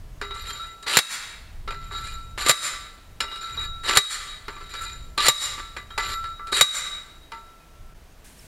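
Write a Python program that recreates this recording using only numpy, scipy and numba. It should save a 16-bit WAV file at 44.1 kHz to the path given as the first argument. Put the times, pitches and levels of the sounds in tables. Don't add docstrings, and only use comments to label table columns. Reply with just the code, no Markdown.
import sys
import numpy as np
from scipy import signal
from scipy.fft import rfft, irfft, next_fast_len
from scipy.io import wavfile
from scipy.ndimage import uniform_filter1d
from numba import njit

SR = 44100
rng = np.random.default_rng(int(sys.argv[2]) if len(sys.argv) > 2 else 0)


def wrap_up_sound(samples):
    columns = np.atleast_2d(samples).T
    tamed = np.clip(columns, -1, 1)
    steps = np.round(tamed * 32767).astype(np.int16)
    wavfile.write(sys.argv[1], SR, steps)


def volts_from_db(level):
    exponent = np.asarray(level, float) / 20
    return 10 ** exponent


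N = 373518

SCENE_CHANGE_S = 7.942
BAND_EDGES_HZ = 75 * 2 ** np.arange(0, 8.1, .5)
BAND_CENTRES_HZ = np.sqrt(BAND_EDGES_HZ[:-1] * BAND_EDGES_HZ[1:])

# t/s, level/dB
GUSTS = [(0.0, -42), (0.6, -43.5), (1.0, -52), (1.58, -42), (2.05, -33.5), (2.4, -42), (2.75, -47),
         (3.0, -49.5), (3.45, -51), (3.56, -34.5), (3.75, -34.5), (4.0, -44), (4.7, -42.5), (5.0, -38.5),
         (5.6, -43), (6.1, -45), (7.7, -50.5), (8.47, -47)]
# f/Hz, density/dB
WIND_SPECTRUM = [(11, -26), (18, 7), (69, -5), (134, -14.5), (166, -21), (356, -36), (400, -35.5),
                 (520, -64.5), (880, -120)]
# f/Hz, density/dB
AIR_SPECTRUM = [(88, -41), (150, -5), (231, -8.5), (484, -10), (534, -14), (637, -8), (821, -13.5),
                (941, -13), (16000, -30)]
AIR_DB = -55.5
# t/s, length/s, level/dB
CHIRPS = [(0.128, 0.061, -52), (1.87, 0.061, -65), (3.71, .06, -66), (5.805, 0.019, -57), (6.35, .06, -66),
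          (7.75, 0.0764, -58), (8.07, .055, -53.5)]

# first catch t/s, sliding free t/s, fastest t/s, top t/s, rub at fastest/dB
LIFTS = [
    (0.225, 0.345, 0.58, 0.88, -43.5),
    (1.685, 1.917, 2.06, 2.35, -40.5),
    (3.215, 3.41, 3.66, 3.6, -41),
    (4.495, 4.695, 4.85, 5.2, -40.5),
    (5.985, 5.99, 6.21, 6.14, -34.5),
]
CREEP_DB, LET_GO_DB, HALF_SLOWED_DB, STOPPED_DB = -55, -2.5, -17, -90
# start t/s, rub at start/dB, rub at blow/dB, tilt/(dB/octave)
DROPS = [
    (0.868, -28, -24, 2.5),
    (2.376, -28, -31, 1),
    (3.834, -28, -30.5, 1),
    (5.174, -33, -16, 3.5),
    (6.518, -23.5, -28, 4),
]
DROP_RISE_S, DROP_CLEAR_S = .008, .0061
# t/s, peak/dB, tilt/(dB/octave), low ring/dB, middle ring/dB
LOOSE_KNOCKS = [(0.214, -15.5, -4.5, -31.5, -32.5), (0.308, -26, -6, -37.5, -30.5),
                (0.358, -33, -11.5, -61.5, -50), (0.596, -44.5, 7.5, -26.5, -39),
                (1.676, -21, -6, -25, -36), (1.707, -18.5, -4.5, -37.5, -34.5),
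                (1.909, -35, -14, -45, -37.5), (1.946, -30, -7, -30, -28), (3.204, -8.5, 2.5, -27, -36),
                (3.313, -26, -4, -40.5, -27.5), (3.357, -28, 4, -34.5, -48), (3.428, -42.5, 9, -31, -27.5),
                (3.575, -32, -15, -35, -21.5), (4.482, -18.5, -6.5, -41, -68),
                (4.564, -29.5, -6.5, -70, -75), (4.608, -33, -7, -39, -40), (4.738, -21, 1, -32.5, -36.5),
                (4.808, -112, 46, -33.5, -38), (5.578, -21.5, -3.5, -37, -46),
                (5.765, -18.5, -2.5, -79.5, -48), (5.905, -32.5, -6, -36.5, -40),
                (5.978, -8.5, -0.5, -28, -49), (6.24, -22.5, -1, -31, -34.5), (7.319, -22, -2, -37, -51)]
# t/s, peak/dB, tilt/(dB/octave), low ring/dB, middle ring/dB
DROP_KNOCKS = [(0.826, -31.5, 6.5, -46, -40.5), (0.863, -21.5, -3, -28, -32),
               (0.895, -18.5, 2, -31.5, -33.5), (0.946, -29, 11, -21, -33.5), (2.378, -23, -4, -48.5, -47),
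               (2.463, -3.5, 3, -41, -15), (2.485, -8.5, 11, -30, -30), (3.846, -26, -7.5, -34.5, -31),
               (3.894, -5.5, -0.5, -25.5, -25.5), (3.952, -8, 5, -26, -25), (5.177, -6, 0, -39, -21),
               (5.246, -10, 0.5, -22.5, -23.5), (6.394, -35.5, -14, -29.5, -59.5), (6.47, -26, 3, -43, -46),
               (6.522, -27.5, -19, -39, -26.5)]
# t/s, peak/dB, echo/dB, low ring/dB, middle ring/dB
BLOWS = [
    (0.97, 1, -11.5, -27, -5.5),
    (2.494, 0.6, -8.5, -22, -10),
    (3.971, 1, -9, -44, -4.5),
    (5.283, 1.4, -8, -27, -3),
    (6.61, -0.5, -6, -40, -1),
]
# t/s, peak/dB
REBOUNDS = [
    (0.988, -2.5),
    (2.508, -8),
    (3.987, -26.5),
    (5.295, -20.5),
    (6.626, -22),
]
# from t/s, to t/s, pressure/(0-1)
SEATED = [
    (0.868, 1.67, 0.49),
    (2.367, 3.195, 0.41),
    (3.824, 4.473, 0.5),
    (5.205, 5.57, 0.48),
    (6.541, 7.273, 0.41),
]

# f/Hz, density/dB
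RUB_SPECTRUM = [(150, -26.5), (420, -12.5), (700, -16), (1700, -6.5), (3000, -14), (4300, -10),
                (6200, -41.5), (7500, -16.5), (9600, -30), (12000, -44), (16000, -49.5)]
# f/Hz, density/dB
SLAM_SPECTRUM = [(47, -49), (80, -21), (768, -5), (1950, 3.5), (2970, -7.5), (3790, 3.5), (6030, -10.5),
                 (7360, -1.5), (10700, -14), (14000, -19), (16500, -24)]
KNOCK_T60_S, SLAM_T60_S = .09, .055
CHATTER_DB, CHATTER_T60_S = -24, .27
LIFT_TILT, CHATTER_TILT = 1.77, -5
LIFT_DRIVE_DB, DROP_DRIVE_DB, CHATTER_DRIVE_DB = 2, -5, -2
# loose/dB, pressed on/dB
LUMPS_DB = (2.0, 2.5)
MODE_LUCK_DB, MODE_WANDER_DB = 3.5, 3.0

# f/Hz, level/dB, t60/s
POST_MODES = [(406, -12, 0.17), (645, -21.5, 0.031), (912.5, -10, 0.11), (1171.4, -1.5, 0.21),
              (1208, -5.5, 0.24), (1527, -8.5, 0.08), (1716, -3.5, 0.08), (1956, -10.5, 0.26),
              (2009, -4, 0.21), (2080, -6, 0.12), (2340, -10, 0.11), (2429, -4, 0.097), (2853, -10.5, 0.16),
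              (3195, -23, 0.12), (4066, 1, 0.054), (4410, -6.5, 0.09), (4756, -8, 0.088),
              (5310, -28.5, 0.92), (5740, -20, 0.1), (8900, -31, 0.14)]
# f/Hz, level/dB, t60/s
TUBE_RINGS = [
    [(1340, 0, 2.2), (1395, -11, .5), (1420, -14, .4)],
    [(3822, 0, .9), (3774, -14, .7), (3881, -14, .7)],
    [(7181, -1, .4), (7222, -8, .3), (7245, -7, .3), (7340, -9, .3), (11582, -13, .25), (11713, -11, .25)],
]
CONTACT_LOSS = (4.2, 2.1, 5.6, 0.77)
SLIDE_LOSS = (1.6, 0.82, 7.8)
HUSH_S, HUSH_LOSS = .008, 40
HIGH_RING_DB, HIGH_RING_PER_TILT, BLOW_HIGH_RING_DB = -20.5, 1.5, -2.5
RING_FLUTTER_DB = 2.5
# f/Hz, level/dB, t60/s
THUDS = [
    (130.5, -21.5, 0.1),
    (543, 0.5, 0.016),
    (614, -30, 0.27),
]
# t/s, f/Hz, level/dB, t60/s
PINGS = [(0.214, 406, -39, 0.6), (.495, 3195, -33.5, 0.18), (1.676, 406, -39, 0.38),
         (3.204, 5310, -27.5, 0.12), (3.204, 2853, -11, 0.023), (3.28, 2853, -34.5, 0.099),
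         (3.355, 2853, -41, 0.16), (4.482, 420, -44, 0.2), (5.904, 3195, -35, 0.058),
         (6.03, 1343, -39, 5.3), (.47, 3822, -55, .5), (7.32, 912, -36, 0.31), (7.599, 2500, -60, 0.58)]

# f/Hz, level/dB, t60/s
TREES = [(199, -2, 0.61), (613, -8.5, 0.98), (1411, 3.5, 1), (3700, 1, 0.97), (7980, 6, 0.24),
         (14330, -2, 0.14)]
TREES_DELAY_S, TREES_RISE_S = .118, .018
FRONT_DB, FRONT_T60_S, NEAR_DB, NEAR_T60_S = 18.5, .18, 13.5, .69
TRUNKS_DB = 2.5
RING_ECHO_DB = -3

# t/s, hiss/dB, drumming over hiss/dB
SPRAY = [
    (8.243, -53, 2),
    (8.251, -51, -6.5),
    (8.387, -53, -3),
    (8.391, -51.5, -3),
    (8.47, -56.5, -5),
]
# f/Hz, density/dB
SPRAY_SPECTRUM = [(410, -42.5), (700, -26), (1090, -10.5), (1310, -19.5), (1500, -1.5), (3940, -6),
                  (5330, -7), (9110, -3), (16000, -16)]
# t/s, f/Hz, level/dB
PEEP = (8.395, 5400, -45)


def unit(x):
    return x / np.sqrt(np.mean(x ** 2) + 1e-20)


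def at_hz(points, hz, column=1):
    points = np.array(points)
    return np.interp(np.log(hz), np.log(points[:, 0]), points[:, column])


def in_time(rows, column=1, outside=None):
    rows = np.array(rows)
    return np.interp(np.arange(N) / SR, rows[:, 0], rows[:, column], outside, outside)


def band(x, low_hz, high_hz):
    sos = signal.butter(2, [low_hz, min(high_hz, .45 * SR)], "band", fs=SR, output="sos")
    return signal.sosfilt(sos, x)


def coloured(spectrum):
    size = next_fast_len(N)
    hz = np.maximum(np.fft.rfftfreq(size, 1 / SR), 1)
    white = rfft(rng.standard_normal(N), size)
    return unit(irfft(white * volts_from_db(at_hz(spectrum, hz)), size)[:N])


def drift(rate_hz):
    return np.interp(np.arange(N) / SR * rate_hz, np.arange(4000), rng.standard_normal(4000))


def slow_amp(db):
    return np.repeat(volts_from_db(db), 32)[:N]


def clicks(times_s, db):
    out = np.full(N, 1e-18)
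    out[(np.asarray(times_s) * SR).astype(int)] = volts_from_db(db)
    return out


def fall(t60_s):
    return volts_from_db(-60 / (max(t60_s, .005) * SR))


def decaying(hits, t60_s):
    return signal.lfilter([1], [1, -fall(t60_s)], hits)


def octaves_up(hz):
    return np.log2(max(hz, 1200) / 2800)


def wind():
    return volts_from_db(in_time(GUSTS) + 2.8 * drift(6.4)) * coloured(WIND_SPECTRUM)


def air():
    return volts_from_db(AIR_DB + .17 * drift(8.4)) * coloured(AIR_SPECTRUM)


def crickets():
    out = np.zeros(N)
    u = np.arange(220) / SR
    pulse = np.hanning(220) * np.sin(2 * np.pi * (7150 * u - 1.3e5 * u * u))
    for start_s, length_s, db in CHIRPS:
        for s in np.arange(start_s, start_s + length_s, .0078):
            i = int(s * SR)
            out[i:i + 220] += volts_from_db(db - 11.0 * (1.5 - (s - start_s) / length_s)) * pulse
    return out


def all_knocks():
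    knock = np.array(LOOSE_KNOCKS + DROP_KNOCKS)
    high_ring_db = knock[:, 1] + HIGH_RING_DB + HIGH_RING_PER_TILT * knock[:, 2]
    return np.column_stack([knock, high_ring_db])


def pressure():
    out = np.zeros(N)
    for start_s, end_s, share in SEATED:
        out[int(start_s * SR):int(end_s * SR)] = max(share, 0)
    return out


def slide_controls():
    silent_db, edge_s = -110, .005
    lift = []
    for catch, free, fastest, top, db in LIFTS:
        lift += [(catch - edge_s, silent_db), (catch, CREEP_DB),
                 (max(free, catch + edge_s) - edge_s, CREEP_DB), (free, db + LET_GO_DB),
                 (fastest, db), ((fastest + top) / 2, db + HALF_SLOWED_DB),
                 (top, STOPPED_DB), (top + edge_s, silent_db)]
    drop = []
    for (s, start_db, end_db, tilt), blow in zip(DROPS, BLOWS):
        clear_s = blow[0] - DROP_CLEAR_S
        drop += [(s - edge_s, silent_db, tilt), (s, start_db - 11.5, tilt),
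                 (s + DROP_RISE_S, start_db, tilt),
                 (clear_s, end_db, tilt), (clear_s + edge_s, silent_db, tilt)]
    knock = all_knocks()
    chatter = decaying(clicks(knock[:, 0], knock[:, 1] + CHATTER_DB), CHATTER_T60_S)
    power = np.array([volts_from_db(in_time(lift)), volts_from_db(in_time(drop)), chatter]) ** 2
    share = power / power.sum(axis=0)
    tilt = share[0] * LIFT_TILT + share[1] * in_time(drop, column=2) + share[2] * CHATTER_TILT
    tube_db = np.dot([LIFT_DRIVE_DB, DROP_DRIVE_DB, CHATTER_DRIVE_DB], share)
    return 10 * np.log10(power.sum(axis=0)), tilt, tube_db


@njit
def resonate(drive, cosine, loss, damping, q):
    wide, out = np.zeros(len(drive)), np.zeros(len(drive))
    for i in range(2, len(drive)):
        r = 1 - loss * damping[i]
        wide[i] = (1 - q * q) / 2 * (drive[i] - drive[i - 2]) + 2 * q * cosine * wide[i - 1] - q * q * wide[i - 2]
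        out[i] = wide[i] + 2 * r * cosine * out[i - 1] - r * r * out[i - 2]
    return out


def ring(hits, rub, hz, t60_s, damping):
    r, w = fall(t60_s), 2 * np.pi * hz / SR
    drive = hits + rub * np.sqrt(2 * (1 - r * r))
    return resonate(drive * np.sin(w), np.cos(w), 1 - r, damping, fall(.012))


def add_tone(out, s, hz, db, t60_s):
    i = int(s * SR)
    u = np.arange(min(SR, N - i)) / SR
    envelope = volts_from_db(db - 60 * u / max(t60_s, .02)) * (1 - np.exp(-u / .002))
    out[i:i + len(u)] += envelope * np.sin(2 * np.pi * hz * u)


def broad_clatter(grains, rub_db, tilt, wander_db, firm):
    knock, blow, bounce = all_knocks(), np.array(BLOWS), np.array(REBOUNDS)
    slam_hits = clicks(blow[:, 0], blow[:, 1] - 7) + clicks(bounce[:, 0], bounce[:, 1] - 5)
    slams = decaying(slam_hits, SLAM_T60_S)
    out = np.zeros(N)
    for k, hz in enumerate(BAND_CENTRES_HZ):
        up = octaves_up(hz)
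        noise = unit(band(grains[k % 2], BAND_EDGES_HZ[k], BAND_EDGES_HZ[k + 1])) * np.sqrt(hz / 2800)
        knocks = decaying(clicks(knock[:, 0], knock[:, 1] - 11 + up * knock[:, 2]), KNOCK_T60_S)
        sliding = slow_amp(rub_db + 2.0 + 1.5 * firm + up * tilt + 3.0 * np.roll(wander_db, 281 * k))
        rubbed = volts_from_db(at_hz(RUB_SPECTRUM, hz)) * (sliding + knocks)
        out += noise * (rubbed + volts_from_db(at_hz(SLAM_SPECTRUM, hz)) * slams)
    return out


def post_modes(grains, rub_db, tilt, wander_db, seated):
    knock, blow = all_knocks(), np.array(BLOWS)
    luck_db = rng.normal(0, MODE_LUCK_DB, (len(knock) + len(blow), len(POST_MODES)))
    damping = 1 + CONTACT_LOSS[3] * seated
    out = np.zeros(N)
    for k, (hz, db, t60_s) in enumerate(POST_MODES):
        up = octaves_up(hz)
        hits = clicks(knock[:, 0], knock[:, 1] + db - 21 + up * knock[:, 2] + luck_db[len(blow):, k])
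        hits += clicks(blow[:, 0], blow[:, 1] + db - 14.5 + luck_db[:len(blow), k])
        mode_db = rub_db + db - 8.0 + up * tilt + MODE_WANDER_DB * np.roll(wander_db, 219 * k)
        rub = np.roll(grains[0], 999 * k) * slow_amp(mode_db)
        out += ring(hits, rub, hz, t60_s, damping)
    return out


def tube_rings(grains, rub_db, tube_db, wander_db, seated):
    knock, blow = all_knocks(), np.array(BLOWS)
    blow_rings_db = blow[:, 3], blow[:, 4], blow[:, 1] + BLOW_HIGH_RING_DB
    hushed = np.convolve(clicks(blow[:, 0] - HUSH_S, 0), np.ones(int(HUSH_S * SR)))[:N]
    touching = np.minimum(slow_amp(rub_db + 53.5), 1) * (seated == 0)
    out = np.zeros(N)
    for k, family in enumerate(TUBE_RINGS):
        damping = 1 + CONTACT_LOSS[k] * seated + SLIDE_LOSS[k] * touching + HUSH_LOSS * hushed
        rub = np.roll(grains[1], 555 * k) * slow_amp(rub_db + tube_db - .5)
        hits = clicks(knock[:, 0], knock[:, 3 + k] - 3) + clicks(blow[:, 0], blow_rings_db[k] - 3)
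        for j, (hz, db, t60_s) in enumerate(family):
            flutter_db = RING_FLUTTER_DB * np.roll(wander_db, 407 * (3 * k + j))
            out += slow_amp(db + flutter_db) * ring(hits, rub, hz, t60_s, damping)
    return out


def thuds_and_pings():
    out = np.zeros(N)
    for hz, db, t60_s in THUDS:
        for blow in BLOWS:
            add_tone(out, blow[0], hz, blow[1] + db, t60_s)
    for s, hz, db, t60_s in PINGS:
        add_tone(out, s, hz, db, t60_s)
    return out


def steel():
    rub_db, tilt, tube_db = slide_controls()
    seated = pressure()
    grains = rng.standard_normal((2, N)) * volts_from_db(4.0 * drift(300) + 1.5 * drift(20))
    rub_db = rub_db + np.where(seated > 0, LUMPS_DB[1], LUMPS_DB[0]) * drift(60)
    wander_db = drift(22)[::32]
    rub_db, tilt, tube_db = rub_db[::32], tilt[::32], tube_db[::32]
    clatter = broad_clatter(grains, rub_db, tilt, wander_db, seated[::32])
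    clatter += post_modes(grains, rub_db, tilt, wander_db, seated)
    clatter += thuds_and_pings()
    return clatter, tube_rings(grains, rub_db, tube_db, wander_db, seated)


def garden_echo(x):
    t = np.arange(SR) / SR
    late = np.maximum(t - TREES_DELAY_S, 0)
    near = volts_from_db(NEAR_DB - 60 * t / NEAR_T60_S)
    front = volts_from_db(FRONT_DB - 60 * late / FRONT_T60_S)
    trunks = volts_from_db(TRUNKS_DB * drift(45)[:SR])
    rise = 1 - np.exp(-(late / TREES_RISE_S) ** 2)
    white = rng.standard_normal((2, SR))
    response = np.zeros(SR)
    for k, hz in enumerate(BAND_CENTRES_HZ):
        wood = volts_from_db(-60 * late / at_hz(TREES, hz, column=2))
        shape = near + trunks * (wood + front) * rise
        scatter = band(white[k % 2], BAND_EDGES_HZ[k], BAND_EDGES_HZ[k + 1])
        response += volts_from_db(at_hz(TREES, hz)) * shape * scatter
    return signal.fftconvolve(x, response / np.sqrt(np.sum(response ** 2)))[:N]


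def spray():
    hiss_db = in_time(SPRAY, outside=-120)
    drops = unit(band(rng.standard_normal(N), 120, 260))
    drumming = volts_from_db(in_time(SPRAY, column=2) + 2.4 * drift(30)) * drops
    return volts_from_db(hiss_db + 1.8 * drift(37)) * (coloured(SPRAY_SPECTRUM) + drumming)


def bird():
    s, hz, db = PEEP
    t = np.arange(N) / SR
    return volts_from_db(db) * np.exp(-((t - s) / .0037) ** 2) * np.sin(2 * np.pi * hz * t)


def scene():
    clatter, rings = steel()
    echo_db = np.where(pressure() > 0, in_time(BLOWS, column=2), -15)
    echo = garden_echo(volts_from_db(echo_db) * (clatter + volts_from_db(RING_ECHO_DB) * rings))
    metal = clatter + rings + echo
    to_change_s = np.arange(N) / SR - SCENE_CHANGE_S
    splice = 1 - .7 * np.exp(-(to_change_s / .004) ** 2)
    rest = wind() + air() + crickets() + spray() + bird()
    return ((metal * (to_change_s < 0) + rest) * splice)[None]


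def band_limit(x):
    return signal.sosfilt(signal.butter(12, 16630, fs=SR, output="sos"), x)


def record(dry):
    level_db = 10 * np.log10(uniform_filter1d(dry[0] ** 2, 256) + 1e-12)
    duck_db = 1.077 * np.maximum(level_db + 18.0, 0)
    release_db = 75 * np.arange(N) / SR
    held_db = np.maximum.accumulate(duck_db + release_db) - release_db
    r = np.exp(-1 / (.027 * SR))
    x = dry * volts_from_db(-signal.lfilter([1 - r], [1, -r], held_db))
    rounded = .66 * np.tanh(x / .66)
    lowpass = signal.cheby2(12, 60, 16700, fs=SR, output="sos")
    return band_limit(signal.sosfilt(lowpass, rounded))


dry = scene()
out = record(dry)
wrap_up_sound(out)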